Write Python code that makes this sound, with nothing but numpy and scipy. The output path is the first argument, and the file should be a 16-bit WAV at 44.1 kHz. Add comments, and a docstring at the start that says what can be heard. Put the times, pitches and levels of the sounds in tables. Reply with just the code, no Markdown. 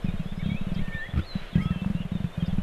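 """A leopard growls in open bush: slow, uneven flaps of the larynx excite the resonances of chest and
throat, each with a puff of rasping air, and one deeper grunt falls between the growls.
Birds whistle and chirp as gliding sine tones, with noise-like echoes from leaves and scrub.
Grass and twigs rustle as swelling bands of noise; coloured noise makes the hiss of the open air
and the low rumble of a breeze on the microphone."""
import sys
import numpy as np
from scipy import signal
from scipy.fft import rfft, irfft
from scipy.io import wavfile
from scipy.ndimage import uniform_filter1d

SR = 44100
rng = np.random.default_rng(int(sys.argv[2]) if len(sys.argv) > 2 else 0)


def to_wav(sig):
    """Store sig (one row per channel, or 1-D mono) as 16-bit WAV at the path in sys.argv[1].

    Samples outside -1..1 are clipped; the rate is SR.
    """
    pcm = np.clip(np.atleast_2d(sig), -1, 1) * 32767
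    pcm = np.round(pcm).astype(np.int16)
    wavfile.write(sys.argv[1], SR, pcm.T)  # frames by channels


N = 115542  # length in samples

# Hiss of the open air. Each row: frequency in Hz, relative density in dB per Hz.
AIR_COLOUR = [(30, -5.5), (90, 1), (180, -4), (300, -8.5), (420, -6), (600, -3), (850, -10), (1400, -11),
              (2200, -15), (3400, -20.5), (4100, -22.5), (4800, -31), (6500, -31.5), (9000, -34),
              (13000, -34.5)]
AIR_DB = -46
# Strength of the wind on the microphone. Each row: time in seconds, level in dB before WIND_DB.
WIND_LEVEL = [(0, -34), (.16, -28), (.24, -38.5), (.6, -35), (.87, -29), (1.11, -45.5), (1.39, -35.5),
              (1.71, -43), (2.11, -35.5), (2.42, -48), (2.49, -29), (2.62, -27)]
# Spectrum of the wind rumble. Each row: frequency in Hz, relative density in dB per Hz.
WIND_COLOUR = [(3, -29), (7, -2.5), (11, -0.5), (20, 2.5), (38, -17.5), (60, -30), (100, -47), (400, -77)]
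WIND_DB = 0.5
# A low bump on the microphone. One row: start in seconds, length in seconds, centre in Hz,
# half-width in octaves, level in dB.
BUMP = (2.5, 0.5, 45, .5, -24)
# Grass brushed and twigs trodden. Each row: start in seconds, length in seconds, centre in Hz,
# half-width in octaves, level in dB.
RUSTLES = [(0.734, 0.034, 4870, .16, -55), (1.22, 0.42, 1900, 0.7, -48), (1.544, 0.16, 4500, 1.4, -62.5),
           (1.843, 0.009, 830, 0.68, -35.5), (2.45, 0.044, 4760, 0.13, -55)]

# Clear whistles, one curve each. Each row: time in seconds, pitch in Hz, level in dB.
WHISTLES = [
    [(.81, 1847, -54), (.906, 1806, -47), (.956, 1803, -36.5), (1.012, 1770, -37), (1.034, 1823, -35),
     (1.055, 1955, -44), (1.075, 2152, -44)],
    [(1.165, 5380, -66), (1.245, 4550, -69), (1.268, 4310, -51), (1.32, 4040, -43), (1.35, 3980, -53.5),
     (1.396, 3920, -50), (1.42, 3890, -66)],
    [(.49, 2194, -63), (.505, 2250, -41), (.55, 2320, -51), (.575, 2600, -43), (.6, 2610, -52)],
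    [(1.595, 1258, -48.5), (1.712, 1305, -45.5), (1.73, 1300, -63)],
    [(1.655, 2660, -53), (1.685, 2693, -50.5), (1.86, 2655, -48.5)],
]
# Bird chirps. Each row: start in seconds, length in seconds, first, middle and last pitch in Hz,
# level in dB before BIRD_DB or LEAVES_DB.
CHIRPS = [(0, 0.029, 3420, 3120, 2850, -60), (.01, 0.066, 5200, 5270, 4750, -71),
          (0.046, 0.063, 2476, 2500, 2140, -52), (0.073, 0.058, 3610, 3760, 3740, -59.5),
          (.22, 0.088, 5150, 5120, 4900, -74), (0.253, 0.097, 3330, 3520, 3850, -55.5),
          (.355, 0.051, 4900, 5130, 5440, -67.5), (0.389, 0.033, 2120, 2267, 2360, -50),
          (.41, 0.034, 2084, 1760, 1600, -52), (0.419, 0.14, 3200, 3280, 3390, -53),
          (0.424, 0.047, 3400, 3750, 3950, -54), (0.457, .07, 3580, 3680, 3860, -51),
          (0.464, 0.026, 2660, 2510, 2300, -57), (0.557, 0.1, 3500, 3774, 3813, -55.5),
          (.74, 0.069, 3080, 3210, 3200, -52.5), (0.751, 0.044, 3440, 3790, 4070, -56),
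          (0.779, 0.039, 1960, 2210, 2350, -51), (0.871, 0.021, 2700, 2430, 2200, -54),
          (0.917, 0.045, 2130, 2300, 2410, -45), (0.918, 0.1, 3200, 3620, 4160, -55.5),
          (0.995, 0.11, 3203, 3327, 3295, -57.5), (1.09, 0.037, 3310, 3460, 3360, -51),
          (1.202, 0.054, 3300, 3600, 4150, -52.5), (1.526, .05, 3514, 3203, 3050, -51.5),
          (1.547, 0.044, 1670, 1620, 1810, -50), (1.546, 0.028, 1970, 1985, 2120, -52),
          (1.575, 0.059, 1900, 2028, 2480, -45), (1.599, 0.12, 3100, 3280, 3480, -51.5),
          (1.606, 0.062, 4980, 5150, 5330, -65.5), (1.707, .045, 1986, 1740, 1560, -49.5),
          (1.705, 0.12, 3230, 3130, 3050, -52.5), (1.938, 0.1, 2713, 2824, 3150, -53),
          (2.003, 0.036, 2837, 2827, 2580, -50), (2.113, 0.077, 3810, 3650, 3434, -57),
          (2.397, 0.035, 3170, 3226, 2920, -49), (2.488, 0.034, 3220, 3390, 3040, -53.5)]
BIRD_DB = 0.5
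WHISTLE_WARBLE, CHIRP_WARBLE = 0.0034, 0.0098  # rms pitch wander, as a fraction of the pitch
CHORUS_DB, CHORUS_HZ = -57.5, 3048  # level ahead of the leaves, central pitch
CHORUS_SPREAD, CHORUS_GLIDE = 0.13, 0.13  # in log pitch; as a fraction of the pitch
LEAVES_DB, LEAVES_T60_S = -5, 0.093
SCRUB_DB, SCRUB_T60_S = -10.5, 0.82

# Larynx in the growls, one curve each. Each row: time in seconds, flaps per second,
# level in dB before GROWL_DB.
GROWL_FLAPS = [
    [(0.044, 28, -19.5), (0.106, 18.07, -21), (0.286, 15.63, -26.0), (0.414, 20, -24.5),
     (0.436, 30.4, -20.5), (0.53, 38.8, -21.5), (0.551, 13.8, -25), (0.744, 22.2, -22.5), (0.809, 44, -24),
     (0.831, 13.0, -23.5), (0.97, 16, -27.0)],
    [(1.088, 30, -33), (1.11, 30, -36)],
    [(1.354, 17.3, -21), (1.42, 16.5, -39.5)],
    [(1.527, 30, -33.5), (1.55, 30, -35)],
    [(1.555, 39.1, -13.5), (1.613, 52.2, -27.5), (1.641, 21.6, -16.5), (1.804, 16.27, -24.5),
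     (1.851, 26.75, -17.5), (1.969, 17.2, -22.5), (2.026, 22.2, -21.5), (2.104, 10.36, -31),
     (2.125, 33.7, -16), (2.173, 16.9, -27.5), (2.26, 31.4, -16.5)],
    [(2.377, 23.95, -22), (2.444, 16.6, -14.5), (2.498, 21.65, -20), (2.6, 15.6, -15.5)],
]
# Larynx in the grunt. Each row: time in seconds, flaps per second, level in dB before GRUNT_DB.
GRUNT_FLAPS = [(1.136, 21, -24.5), (1.165, 73.3, -20.5), (1.2, 50.3, -18.5)]
# Response of chest and throat to one growl flap. Each row: frequency in Hz, relative gain in dB.
GROWL_THROAT = [(20, -56), (45, -10.5), (82, -4.5), (112, -7), (138, -4), (162, -1.5), (178, 2),
                (200, -1.5), (228, -13.5), (290, -22), (370, -30), (700, -49.5), (1500, -68), (6000, -98)]
# Response of chest and throat to one grunt flap. Each row: frequency in Hz, relative gain in dB.
GRUNT_THROAT = [(20, -35), (60, -1.5), (85, 5.5), (125, -1.5), (175, 1.5), (230, -12.5), (280, -22.5),
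                (315, -6.5), (380, -32), (800, -34.5), (1500, -59), (6000, -88)]
# Air forced through by a growl flap. Each row: frequency in Hz, relative density in dB per Hz.
GROWL_RASP = [(100, 7.5), (280, 4), (550, 0), (800, -6.5), (1400, -12), (2500, -10), (5000, -27),
              (12000, -39.5)]
# Air forced through by a grunt flap. Each row: frequency in Hz, relative density in dB per Hz.
GRUNT_RASP = [(150, 1), (400, 6.5), (900, -17), (1330, 10.5), (1700, -5), (2200, 1.5), (3500, -9),
              (6000, -30), (12000, -30)]
GROWL_DB, GRUNT_DB = 3.5, 3
GROWL_RASP_DB, GRUNT_RASP_DB = -22, -20.5  # relative to the flap's thud
RASP_RISE_S, RASP_DECAY_S = 0.00087, 0.012  # time constants of one puff
# Spread from flap to flap: strength in dB, throat outline in dB, log of the resonance pitch.
STRENGTH_SCATTER_DB, COLOUR_SCATTER_DB, THROAT_SCATTER = 1.02, 1.98, 0.037
GRUNT_TIGHTENS_PER_S = 4.0  # climb of the throat's resonances, in log pitch per second

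TOP_HZ = 12900


def undb(db):
    """An amplitude ratio is ten to the power of its decibels over twenty."""
    return 10 ** (np.asarray(db) / 20)


def unit(x):
    """Division by the root mean square gives a signal of rms 1."""
    return x / np.sqrt(np.mean(x ** 2))


def gains(points, size):
    """A spectral outline in dB is interpolated over log frequency into gains on an FFT grid."""
    hz, db = np.array(points, float).T
    grid_hz = np.arange(size // 2 + 1) * SR / size
    return undb(np.interp(np.log(grid_hz + 1), np.log(hz), db))  # + 1 avoids log of zero


def noise(points):
    """Filtering white noise in the frequency domain gives coloured noise, here of rms 1."""
    spectrum = rfft(rng.standard_normal(N))
    return unit(irfft(spectrum * gains(points, N), N))


def ring(points, size=8192):
    """Folding the cepstrum gives a causal, minimum-phase response to an impulse, here of peak 1."""
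    cepstrum = irfft(np.log(gains(points, size)))
    cepstrum[1:size // 2] *= 2
    cepstrum[size // 2 + 1:] = 0
    response = irfft(np.exp(rfft(cepstrum)))[:size // 2]
    return response / np.abs(response).max()


def walk(rate):
    """Random steps, `rate` per second, are averaged twice into a smooth wander of rms about 1."""
    k = int(SR / rate)
    steps = np.repeat(rng.standard_normal(N // k + 1), k)
    smooth = uniform_filter1d(uniform_filter1d(steps, k), k)
    return unit(smooth)[:N]


def add(out, start, sound):
    """Sounds superpose linearly: one is summed in from a start in seconds."""
    i = min(max(int(start * SR), 0), N)
    out[i:i + len(sound)] += sound[:N - i]


def scatter(x, t60):
    """Dense echoes from vegetation act as decaying noise of unit energy, convolved with the sound."""
    t = np.arange(SR // 2) / SR
    decay = np.exp(-np.log(1000) * t / t60)
    build_up = 1 - np.exp(-t / (0.013 * t60))
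    echoes = rng.standard_normal(len(t)) * decay * build_up
    return signal.fftconvolve(x, echoes / np.linalg.norm(echoes))[:N]


def swell(at, length, hz, octaves, db):
    """Broadband friction or impact is a band of noise whose envelope rises and falls once."""
    out, n = np.zeros(N), int(length * SR)
    colour = [(hz / 8 ** octaves, -35), (hz / 2 ** octaves, -4), (hz, 0),
              (hz * 2 ** octaves, -4), (hz * 8 ** octaves, -35), (hz * 64 ** octaves, -90)]
    add(out, at, undb(db) * noise(colour)[:n] * np.hanning(n))
    return out


def breeze():
    """Wind on the microphone is low-frequency noise of varying level, under the hiss of open air."""
    s, db = np.array(WIND_LEVEL).T
    wind_db = WIND_DB + np.interp(np.arange(N) / SR, s, db)
    buffet = noise(WIND_COLOUR) * undb(wind_db)
    air = noise(AIR_COLOUR) * undb(AIR_DB + 0.55 * walk(6.01))  # wanders by 0.55 dB rms
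    return buffet + swell(*BUMP) + air


def grass():
    """Friction of dry grass and twigs radiates brief swells of noise."""
    return sum(swell(*row) for row in RUSTLES)


def tone(hz, warble, fade):
    """A whistle is a sine whose phase integrates an unsteady pitch; rms 1 between its soft ends."""
    hz = hz * (1 + warble * walk(300)[:len(hz)])
    phase = 2 * np.pi * np.cumsum(hz) / SR
    return np.sqrt(2) * np.sin(phase) * signal.windows.tukey(len(hz), fade)


def chirp(length, first, middle, last):
    """A chirp is frequency modulation along a parabola through three pitches."""
    u = np.linspace(0, 1, int(length * SR))
    bend = np.polyfit([0, .5, 1], [first, middle, last], 2)
    return tone(np.polyval(bend, u), CHIRP_WARBLE, fade=0.44)


def clear_whistles():
    """Each long whistle follows a curve of pitch and a curve of level."""
    out = np.zeros(N)
    for curve in WHISTLES:
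        s, hz, db = np.array(curve, float).T
        t = np.arange(s[0], s[-1], 1 / SR)
        whistle = tone(np.interp(t, s, hz), WHISTLE_WARBLE, fade=0.046)
        add(out, s[0], whistle * undb(np.interp(t, s, db)))
    return out


def far_chorus():
    """Many chirps at random times and pitches superpose into a chorus of rms 1."""
    out = np.zeros(N)
    for when, long, shift_a, shift_b, bend_in, bend_out in rng.uniform(-1, 1, size=(170, 6)):
        hz = CHORUS_HZ * np.exp(CHORUS_SPREAD * (shift_a + shift_b))
        first, last = hz * (1 + CHORUS_GLIDE * bend_in), hz * (1 + CHORUS_GLIDE * bend_out)
        add(out, (when + 1) / 2 * N / SR, chirp(0.03835 * 2 ** long, first, hz, last))
    return unit(out)


def birds():
    """Leaves blur the chirps and the far chorus by short echoes; the scrub echoes all the song."""
    whistles, chirps = clear_whistles(), np.zeros(N)
    for at, length, first, middle, last, db in CHIRPS:
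        add(chirps, at, undb(db) * chirp(length, first, middle, last))
    blurred = scatter(undb(LEAVES_DB) * chirps + undb(CHORUS_DB) * far_chorus(), LEAVES_T60_S)
    song = whistles + undb(BIRD_DB) * chirps + blurred
    return song + undb(SCRUB_DB) * scatter(song, SCRUB_T60_S)


def larynx(curve, throat, rasp, rasp_db, tightens=0):
    """Source and filter: each flap is an impulse ringing the throat, and gates turbulent air."""
    s, rate, db = np.array(curve, float).T
    t = np.arange(s[0], s[-1], 1 / SR)
    phase = np.cumsum(np.interp(t, s, rate)) / SR
    flaps = np.interp(np.arange(int(phase[-1]) + 1), phase, t)  # one flap per whole cycle
    hz, outline = np.array(throat, float).T
    i = np.arange(SR // 10)
    puff = np.exp(-i / SR / RASP_DECAY_S) * (1 - np.exp(-i / SR / RASP_RISE_S))
    body, air = np.zeros(N), np.zeros(N)
    variations = rng.standard_normal(size=(64, 2 + len(hz)))
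    for at, (loud, tight, *colour) in zip(flaps, variations):
        thud = ring(np.c_[hz, outline + COLOUR_SCATTER_DB * np.array(colour)])
        strength = undb(np.interp(at, s, db) + STRENGTH_SCATTER_DB * loud)
        # reading the response faster raises all its resonances
        pitch = np.exp(THROAT_SCATTER * tight + tightens * (at - s.mean()))
        add(body, at, strength * np.interp(i * pitch, np.arange(len(thud)), thud, right=0))
        add(air, at, strength * puff)
    return body + undb(rasp_db) * air * noise(rasp)


def leopard():
    """Growls and grunt share one mechanism but differ in throat resonance, rasp and flap rate."""
    growls = sum(larynx(curve, GROWL_THROAT, GROWL_RASP, GROWL_RASP_DB) for curve in GROWL_FLAPS)
    grunt = larynx(GRUNT_FLAPS, GRUNT_THROAT, GRUNT_RASP, GRUNT_RASP_DB, GRUNT_TIGHTENS_PER_S)
    return undb(GROWL_DB) * growls + undb(GRUNT_DB) * grunt


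def scene():
    """Sound pressures of breeze, grass, birds and leopard add at one microphone."""
    return (breeze() + grass() + birds() + leopard())[None, :]


def record(dry):
    """A steep elliptic low-pass filter cuts the top of the spectrum."""
    low_pass = signal.ellip(10, .2, 80, TOP_HZ, fs=SR, output="sos")
    return signal.sosfilt(low_pass, dry)


dry = scene()
out = record(dry)
to_wav(out)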